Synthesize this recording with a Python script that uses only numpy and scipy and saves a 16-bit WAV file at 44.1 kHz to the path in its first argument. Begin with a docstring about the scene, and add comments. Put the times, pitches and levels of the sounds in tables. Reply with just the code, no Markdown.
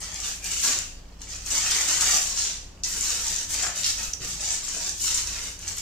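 """Thin aluminium foil crackles as two hands crimp it round the rim of a bowl on a wooden table.
Creases buckle in swarms of tiny clicks and short crunches, wider panels flex with a lower crackle,
and single folds snap. Sliding foil rasps and rubs; a second covered bowl is pushed aside and bumps
softly, exciting the low modes of the table top. A tiled kitchen reverberates behind the foil,
over the low hum of an appliance."""
import sys
import numpy as np
from scipy import signal
from scipy.fft import rfft, irfft
from scipy.io import wavfile
from scipy.ndimage import uniform_filter1d

SR = 44100
rng = np.random.default_rng(int(sys.argv[2]) if len(sys.argv) > 2 else 0)


def materialize(psi):
    """Save the field psi as 16-bit PCM at rate SR to the path in sys.argv[1].

    A 1-D psi becomes a single channel; in a 2-D psi each row is a channel.
    """
    bounded = np.clip(np.atleast_2d(psi).T, -1, 1)
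    quanta = np.round(bounded * 32767).astype(np.int16)
    wavfile.write(sys.argv[1], SR, quanta)


N = 256220
TIME = np.arange(N) / SR

# Levels in the tables are relative: gains and filters follow.
# squeezes of the hands: start_s, length_s, crease_db, swell_db, panel_re_crease_db, fizz_re_crease_db
SQUEEZE_GESTURES = [(0, 0.21, -38, -1, -5.5, 1), (.228, 0.084, -30.5, -1.5, -9.5, 1.5),
                    (.433, .04, -35.5, 1.5, -7.5, 8.5), (.496, .12, -28, 0, -12.5, 0.5),
                    (.622, 0.058, -23.5, 7, -10.5, 2), (.698, 0.08, -29, -1.5, -7, -2),
                    (1.195, 0.24, -44.5, 1.5, -8.5, -2), (1.28, 0.082, -39, -1, -8.5, -1),
                    (1.451, 0.042, -34, -.5, -6, 5), (1.512, .368, -25.5, 0, -9, 2.5),
                    (1.871, 0.3, -23.5, 2, -9.5, 2), (2.205, 0.15, -30.5, 0, -15, 1.5),
                    (2.36, .116, -28, -1.5, -13, -4), (2.473, 0.091, -37, -6.5, -10, -7),
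                    (2.845, .14, -32, 3, -8.5, 4.5), (3.015, 0.4, -28, -3.5, -11, 1),
                    (3.49, .035, -31, -.5, -10.5, 6), (3.529, 0.12, -27, 2, -8.5, -1.5),
                    (3.755, .06, -30.5, -1, -10, 5), (3.845, 0.068, -27.5, -1.5, -11.5, 2.5),
                    (3.976, .07, -31, .5, -8, 2.5), (4.21, .04, -35, 0, -5, 5),
                    (4.272, .11, -32, -5, -13, -5), (4.395, 0.16, -28, 3, -12.5, -4),
                    (4.631, 0.28, -30.5, -1.5, -11.5, -1), (4.965, 0.083, -31, 6, -18, 8),
                    (5.042, 0.15, -27, 1, -10.5, 2.5), (5.265, .22, -33.5, -3.5, -7.5, 3.5),
                    (5.595, 0.086, -40, 5, -5.5, 3), (5.67, 0.041, -35, -1.5, -9.5, 5),
                    (5.76, 0.039, -32, -1, -12, 1)]
# spectrum of the small creases: frequency_hz, gain_db
CREASE_SPECTRUM = [(1500, -26), (3000, -5), (4200, 0.5), (5200, -0.5), (6200, .5), (7200, -1), (8000, -3.5),
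                   (9000, -4.5), (9900, -8.5), (10500, -14.5), (14300, -6), (16000, -9)]
# spectrum of the wide panels: frequency_hz, gain_db
PANEL_SPECTRUM = [(120, -17), (290, -6.5), (420, -9), (650, -6.5), (1100, -4.5), (1350, -1.5), (2000, 0),
                  (2200, -1), (2600, 1), (3000, 2), (3700, -6), (5000, 4.5), (9000, -68)]
# spectrum of the still kitchen air: frequency_hz, gain_db
AIR_SPECTRUM = [(8, -6), (22, -5), (55, 0), (100, -6), (135, -12), (170, -12), (230, -13.5), (400, -16.5),
                (1000, -22.5), (3000, -36.5), (8000, -47), (15000, -45)]
# partials of the appliance: pitch_hz, level_db, waver_depth
HUM_PARTIALS = [(27.2, -50, 0.508), (53.8, -48, 0.451), (88, -54.5, 0.493), (171, -59, 2),
                (282, -65.5, 1.5)]
# creases running through the sheet, wide ones low, tight ones high: start_s, fade_s, centre_hz, level_db
RUNNING_CREASES = [(.003, 0.014, 8760, -28.5), (.037, 0.0052, 5950, -22.5), (.146, 0.016, 8900, -34),
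                   (.201, 0.0084, 6440, -24), (0.233, 0.012, 3760, -22), (.356, 0.013, 10970, -35.5),
                   (.442, .015, 11500, -37), (.517, 0.011, 8050, -28), (1.216, 0.0055, 3950, -27),
                   (1.302, 0.011, 5450, -29), (1.332, 0.0073, 5500, -32), (1.359, 0.0072, 5000, -32),
                   (1.503, 0.034, 6797, -20.5), (1.709, 0.023, 4260, -16), (1.882, .012, 8493, -23),
                   (2.008, 0.014, 8850, -16), (2.109, 0.0092, 5500, -20), (2.156, 0.02, 6506, -26),
                   (2.384, 0.02, 6494, -18), (2.429, 0.0091, 9500, -26), (2.8339, 0.017, 5397, -17.5),
                   (2.887, .016, 12500, -28), (2.962, 0.011, 6488, -23), (3.007, .012, 7444, -19.5),
                   (3.21, 0.012, 10990, -25.5), (3.493, 0.011, 12000, -30), (3.541, .008, 11990, -31),
                   (3.624, 0.0099, 6500, -18.5), (3.846, 0.03, 4640, -20.5), (3.895, 0.0073, 4800, -22),
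                   (4.053, .01, 12000, -34), (4.278, .025, 11600, -32.5), (4.408, 0.017, 8996, -31),
                   (4.504, 0.013, 6396, -19), (4.889, 0.0099, 6700, -21.5), (5.054, 0.011, 9410, -30),
                   (5.072, .025, 4265, -18), (5.107, .008, 6400, -24), (5.143, .009, 7460, -13),
                   (5.178, 0.021, 3300, -21.5), (5.68, 0.0061, 6283, -21.5), (5.765, .016, 12000, -28),
                   (5.782, 0.0092, 5196, -27)]
# single folds that snap: start_s, level_db, pitch_hz, left_minus_right_db, followers_re_fold_db
FOLD_SNAPS = [(0.1433, -26.5, 6460, 8, 2), (0.4426, -29, 6500, 9, 14.5), (0.6663, -20, 6430, 1, 7),
              (0.7886, -18, 6907, 3, 2), (1.218, -32.5, 6245, 4, 1), (1.4625, -26, 6450, -1, 8.5),
              (1.5167, -28, 6700, 5, -4), (1.5799, -14.5, 6740, 7, 0), (1.681, -24, 6507, 0, -6),
              (1.71, -18, 5760, -5, 7), (2.0104, -12.5, 6858, 5, 3), (2.1118, -15, 5900, -4, 1),
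              (2.1697, -16, 6360, 0, -4), (2.8432, -18, 6300, 3, -4), (3.0104, -21, 7100, 7, -1),
              (3.025, -21, 6600, 0, -5), (3.105, -17, 6760, -3, -8), (3.281, -25, 6800, 3, -6),
              (3.3317, -25, 6304, -2, -1), (3.3628, -20, 6960, 9, -16), (3.389, -24, 6600, 1, -9),
              (3.541, -19.5, 6100, -3, 8), (3.66, -26, 6500, 2, -12), (3.7936, -29, 7100, 7, -5),
              (3.8637, -17, 5500, -7, 4), (4.134, -18.5, 6040, 0, -13), (4.1362, -17, 5930, -4, -11),
              (4.8463, -25, 6900, 3, -10), (4.8938, -18.5, 6140, -4, -4), (5.1756, -15, 6360, 2, 0),
              (5.273, -23, 6000, -10, 4), (5.439, -28, 7000, 2, -8), (5.5915, -31, 6540, 4, 4),
              (5.6793, -18.5, 6300, -2, -8), (5.7826, -23.5, 6900, 5, 3)]
# foil sliding taut over the rim: peak_time_s, length_s, level_db
RIM_SLIDE = (.545, 0.24, -39)
# modes of the taut foil at the height of the rasp: pitch_hz, width_hz, level_db
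TAUT_MODES = [(2570, 220, 3), (2860, 120, -2)]
# foil dragged under a palm, or a bowl over the wood: peak_time_s, length_s, centre_hz, level_db
RUB_STROKES = [(0.675, 0.053, 1110, -37.5), (0.675, 0.08, 350, -46), (1.73, 0.27, 1800, -39),
               (2.011, 0.046, 1389, -33.5), (2.105, 0.2, 1417, -39.5), (2.163, 0.043, 755, -45),
               (2.305, 0.32, 704, -52.5), (2.428, 0.19, 4173, -37.5), (3.654, 0.075, 1400, -34.5),
               (3.655, 0.08, 736, -39.5), (3.86, 0.068, 4184, -29), (4.223, 0.086, 320, -50.5),
               (4.326, 0.26, 180, -51.5), (4.479, 0.27, 751.2, -53.5), (4.79, 0.13, 601, -51)]
# the bowl rocking on the table: start_s, contact_s, level_db
BOWL_CONTACTS = [(4.076, .018, -33.5), (4.208, .005, -32), (4.245, 0.0072, -36), (4.256, .003, -37),
                 (4.293, .005, -39), (4.331, .003, -36)]
# modes of the wooden table top: pitch_hz, level_db, t60_s
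TABLE_MODES = [(51.9, -2, .07), (113, -4, .09), (140, 0, .1), (178.2, 2, .1), (270, 0, 0.076)]
# reverberation time of the kitchen: frequency_hz, t60_s
KITCHEN_DECAY = [(200, 0.41), (1000, 0.45), (3000, 0.53), (7000, 0.43), (14000, 0.48)]
# port resonance of the left and right microphone: centre_hz, width_hz, lift_db
PORT_RESONANCES = [(7160, 970, 13), (5840, 1010, 10.5)]


def undb(db):
    """Amplitude grows tenfold for every 20 decibels."""
    return 10 ** (np.asarray(db) / 20)


def unit(x):
    """Normalisation to an rms of 1."""
    return x / np.sqrt(np.mean(x ** 2))


def at_hz(points, hz):
    """Interpolation of (frequency_hz, value) points on a logarithmic frequency axis."""
    frequency, value = np.transpose(points)
    return np.interp(np.log(hz + 1e-9), np.log(frequency), value)


def wander(rate):
    """Smoothed random motion of rms 1, with about `rate` turns a second."""
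    hold = int(SR / rate)
    steps = np.repeat(rng.standard_normal(N // hold + 1), hold)
    return unit(uniform_filter1d(uniform_filter1d(steps, hold), hold)[:N])


def resonate(x, hz, width_hz):
    """A second-order resonance, with gain 1 at its centre."""
    return signal.lfilter(*signal.iirpeak(hz, hz / width_hz, fs=SR), x)


def colour(x, spectrum, size=4096):
    """Minimum-phase filtering: folding the cepstrum gives a causal response with this spectral shape."""
    gain = undb(at_hz(spectrum, np.fft.rfftfreq(size, 1 / SR)))
    cepstrum = irfft(np.log(gain))
    cepstrum[1:size // 2] *= 2
    cepstrum[size // 2 + 1:] = 0
    response = irfft(np.exp(rfft(cepstrum)))
    return signal.fftconvolve(x, response[None] / np.linalg.norm(response), axes=1)[:, :N]


def rings(start_s, hz, size, t60, pan_db, lag_s, samples=80):
    """Damped free vibration of facets, cut short; each wave reaches the left side lag_s earlier."""
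    out = []
    for side in (1, -1):
        start = (start_s - side * lag_s / 2) * SR
        index = np.ceil(start).astype(int)[:, None] + np.arange(samples)
        age = (index - start[:, None]) / SR
        wave = np.sin(2 * np.pi * hz[:, None] * age) * np.exp(-np.log(1000) * age / t60)
        wave *= (size * undb(side * pan_db / 2))[:, None]
        out.append(np.bincount(np.clip(index, 0, N).ravel(), wave.ravel(), N + 1)[:N])
    return np.array(out)


def swarm(rate, low_hz, high_hz, t60, scatter_db, limit_db, facing_db, steady_s=0.037):
    """A Poisson process of clicks, `rate` a second, levelled to an even mean power over steady_s."""
    start_s = TIME[rng.random(N) < rate / SR]
    size = undb(np.minimum(scatter_db * rng.exponential(size=len(start_s)), limit_db))
    facing, place = rng.standard_normal((len(start_s), 2)).T
    pitch_hz = rng.uniform(low_hz, high_hz, len(start_s))
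    clicks = rings(start_s, pitch_hz, size, t60, facing_db * facing, lag_s=.00003 + .00005 * place)
    span = int(steady_s * SR)
    power = uniform_filter1d(uniform_filter1d(np.mean(clicks ** 2, axis=0), span), span)
    return clicks / np.sqrt(np.abs(power) + power.mean() / 100)


def disperse(x, travel_s, reference_hz=6500):
    """Dispersion: bending waves run faster at high pitch, so a click leaves as a falling chirp."""
    hz = np.fft.rfftfreq(2 * N, 1 / SR)
    phase_turns = travel_s * (2 * np.sqrt(hz * reference_hz) - hz)
    return irfft(rfft(x, 2 * N) * np.exp(-2j * np.pi * phase_turns))[:, :N]


def pressing(attack_s=.03, release_s=.035, resting_db=-62):
    """Incoherent sources add in power: the squeezes sum to crease, panel and fizz levels in dB."""
    power = np.full((3, N), undb(resting_db) ** 2)  # foil held still ticks a little
    for start_s, length_s, db, swell_db, panel_db, fizz_db in SQUEEZE_GESTURES:
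        age = TIME - start_s
        closing = np.clip(age / attack_s + .5, 0, 1)
        settling = np.exp(-np.maximum(age - length_s, 0) / release_s)
        progress = np.clip(age / length_s, 0, 1)
        force = closing * settling * undb(db + swell_db * (progress - .5))
        power += np.array([force, force * undb(panel_db), force * undb(fizz_db)]) ** 2
    return 10 * np.log10(power)


def crinkle(crease_gain_db=-4.5, panel_gain_db=0.5, spurt_db=1.31, flicker_db=2, crowding=.4):
    """Buckling: foil yields in spurts, and harder pressing makes the clicks both denser and louder."""
    crease_db, panel_db, fizz_db = pressing() + spurt_db * wander(90)
    busy = undb(crowding * (crease_db - np.median(crease_db)))
    creases = swarm(1200 * busy, 2330, 9900, t60=0.00073, scatter_db=1, limit_db=13, facing_db=-2.5)
    fizz = swarm(3200 * busy, 8270, 13200, t60=0.0012, scatter_db=0, limit_db=15, facing_db=7)
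    panels = swarm(1300 * busy, 230, 4660, t60=0.0021, scatter_db=2.5, limit_db=11, facing_db=-1.5)
    facets = swarm(110 * busy, 5270, 8650, t60=0.0062, scatter_db=-2, limit_db=4.5, facing_db=1,
                   steady_s=0.057)
    fizz_gain = undb(fizz_db - crease_db - 2 + flicker_db * wander(35))
    treble = creases + facets * undb(-6) + fizz * fizz_gain  # flat facets ping, the tiniest fizz
    treble = unit(colour(disperse(treble, travel_s=.003), CREASE_SPECTRUM))
    panels = unit(colour(panels, PANEL_SPECTRUM))
    return treble * undb(crease_db + crease_gain_db) + panels * undb(panel_db + panel_gain_db)


def room_air(level_db=-50, apart_hz=600):
    """Ambient noise is coherent at long wavelengths, so its bass is alike on both sides."""
    mid, side = colour(rng.standard_normal((2, N)), AIR_SPECTRUM)
    side = signal.sosfilt(signal.butter(1, apart_hz, "high", fs=SR, output="sos"), side)
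    return undb(level_db) * np.array([mid + side, mid - side])


def appliance_hum(waver_rate=7):
    """Random modulation of amplitude and phase makes each low partial waver."""
    hum = 0
    for hz, db, depth in HUM_PARTIALS:
        rate = waver_rate * (1 + depth ** 2)
        sway = wander(rate) + 1j * wander(rate)
        partial = np.real((1 + depth * sway) * np.exp(2j * np.pi * hz * TIME))
        hum += undb(db) * unit(partial)
    return hum


def crunches(gain_db=-7.5, width_hz=4200, onset_s=0.0013):
    """Propagating buckling: a crease gives way at once and runs on as a fading burst of ticks."""
    ticks = swarm(3400, 2000, 15300, t60=0.00052, scatter_db=0, limit_db=5, facing_db=2, steady_s=0.006)
    out = np.zeros((2, N))
    for start_s, fade_s, hz, db in RUNNING_CREASES:
        age = np.maximum(TIME - start_s, 0)
        envelope = np.minimum(age / onset_s, 1) * np.exp(-age / fade_s)
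        body = resonate(resonate(ticks, hz, width_hz), hz, width_hz)
        out += unit(body) * undb(db + gain_db) * envelope
    return out


def snaps(gain_db=1.2, follow_s=0.0014, fade_db=10, followers=12):
    """Snap-through: a fold flips over and sets off a fading run of neighbouring creases."""
    start_s, db, hz, pan_db, run_db = np.transpose(FOLD_SNAPS)
    folds = rings(start_s, hz, undb(db), t60=0.0034, pan_db=pan_db, lag_s=0)
    wait, pitch, weaker = rng.random((len(start_s), 3, followers)).transpose(1, 0, 2)
    run_s = start_s[:, None] + follow_s * np.cumsum(wait + 0.27, axis=1)
    run_hz = 3000 + 8000 * pitch
    size = undb((db + run_db)[:, None] - fade_db * np.linspace(0, 1, followers) - 3.6 * weaker)
    runs = rings(run_s.ravel(), run_hz.ravel(), size.ravel(), t60=0.00042, pan_db=0, lag_s=0)
    bass_cut = signal.butter(2, 2200, "high", fs=SR, output="sos")  # so small a facet radiates no bass
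    return undb(gain_db) * disperse(signal.sosfilt(bass_cut, folds + runs), travel_s=.0036)


def rasp(rise_per_s=.5):
    """Stick-slip friction rings the taut foil, whose pitch rises with tension as the hand pulls."""
    peak_s, length_s, db = RIM_SLIDE
    slips = swarm(500, 2000, 5000, t60=0.00039, scatter_db=3.5, limit_db=9, facing_db=2)
    ring = sum(undb(mode_db) * resonate(slips, hz, width_hz) for hz, width_hz, mode_db in TAUT_MODES)
    from_peak_s = TIME - peak_s
    warped_s = TIME + rise_per_s * from_peak_s ** 2 / 2
    rising = np.array([np.interp(warped_s, TIME, side) for side in unit(ring)])
    return rising * undb(db) * np.exp(-(2 * from_peak_s / length_s) ** 2)


def rubs(gain_db=2.5, relative_width=0.94):
    """Sliding friction: uneven slips swell and fade, each stroke in its own broad resonance."""
    slips = swarm(600, 100, 6800, t60=0.0002, scatter_db=8, limit_db=21.5, facing_db=3)
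    out = np.zeros((2, N))
    for peak_s, length_s, hz, db in RUB_STROKES:
        body = resonate(resonate(slips, hz, relative_width * hz), hz, relative_width * hz)
        envelope = np.exp(-(2 * (TIME - peak_s) / length_s) ** 2)
        out += unit(body) * undb(db + gain_db) * envelope
    return out


def bowl_bumps():
    """Modal response: each soft contact is a half-sine force that drives the table top's low modes."""
    age = TIME[:SR]
    table_top = sum(undb(db) * np.sin(2 * np.pi * hz * age) * np.exp(-np.log(1000) * age / t60)
                    for hz, db, t60 in TABLE_MODES)
    out = np.zeros(N)
    for start_s, contact_s, db in BOWL_CONTACTS:
        force = np.sin(np.pi * np.clip((TIME - start_s) / contact_s, 0, 1))
        thud = signal.fftconvolve(force, table_top)[:N]
        out += undb(db) * thud / np.abs(thud).max()
    return out


def palm_echoes(x, echo_db=-13, turn_rate=32, near_s=.0007, far_s=.007, dull_hz=5500, count=10):
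    """Comb filtering: close echoes between palms, bowl and foil come and go as the sheet turns."""
    dull = signal.sosfilt(signal.butter(2, dull_hz, fs=SR, output="sos"), x)
    out = x.copy()
    for lag in (SR * np.geomspace(near_s, far_s, count)).astype(int):
        out[:, lag:] += undb(echo_db) * wander(turn_rate)[lag:] * dull[:, :N - lag]
    return out


def room_tail(build_s=0.0013, apart_hz=400):
    """A diffuse field decays exponentially in each band; the response has unit energy, coherent lows."""
    age = TIME[:SR]
    hz = np.fft.rfftfreq(SR, 1 / SR)
    mid, side = rfft(rng.standard_normal((2, SR)))
    coherence = 1 / (1 + (hz / apart_hz) ** 2)
    noise = np.sqrt(1 + coherence) * mid + np.sqrt(1 - coherence) * np.array([side, -side])
    centres_hz, t60s = np.transpose(KITCHEN_DECAY)
    tail = 0
    for t60, share in zip(t60s, np.eye(len(t60s))):
        band = at_hz(list(zip(centres_hz, share)), hz)
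        tail += irfft(noise * band) * np.exp(-np.log(1000) * age / t60)
    build_up = 1 - np.exp(-(age / build_s) ** 2)
    return unit(tail * build_up) / np.sqrt(SR)


def kitchen(x, tail_db=0.5, roam_rate=8, spots=3):
    """Reverberation depends on source position: the crackle roams among spots, each with its own tail."""
    weights = np.array([wander(roam_rate) for _ in range(spots)])
    weights /= np.linalg.norm(weights, axis=0)
    wet = sum(signal.fftconvolve(x * weight, room_tail(), axes=1)[:, :N] for weight in weights)
    return (x + undb(tail_db) * wet) / np.hypot(1, undb(tail_db))


def scene():
    """Superposition of the reverberant foil, the close thuds of the table and the background."""
    folds = snaps()
    foil = undb(-1.76) * palm_echoes(crinkle() + crunches() + rubs() + rasp())
    in_room = kitchen(foil + undb(-1.5) * folds)
    direct_folds = undb(-11) * folds  # folds face outwards and sound a little drier
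    return in_room + direct_folds + bowl_bumps() + room_air() + appliance_hum()


def record(dry, top_hz=15500):
    """Port resonance lifts a different band in each microphone; a steep low-pass cuts the top."""
    heard = [x + (undb(db) - 1) * resonate(x, hz, width_hz)
             for x, (hz, width_hz, db) in zip(dry, PORT_RESONANCES)]
    return signal.sosfilt(signal.ellip(8, .2, 70, top_hz, fs=SR, output="sos"), np.array(heard))


dry = scene()
out = record(dry)
materialize(out)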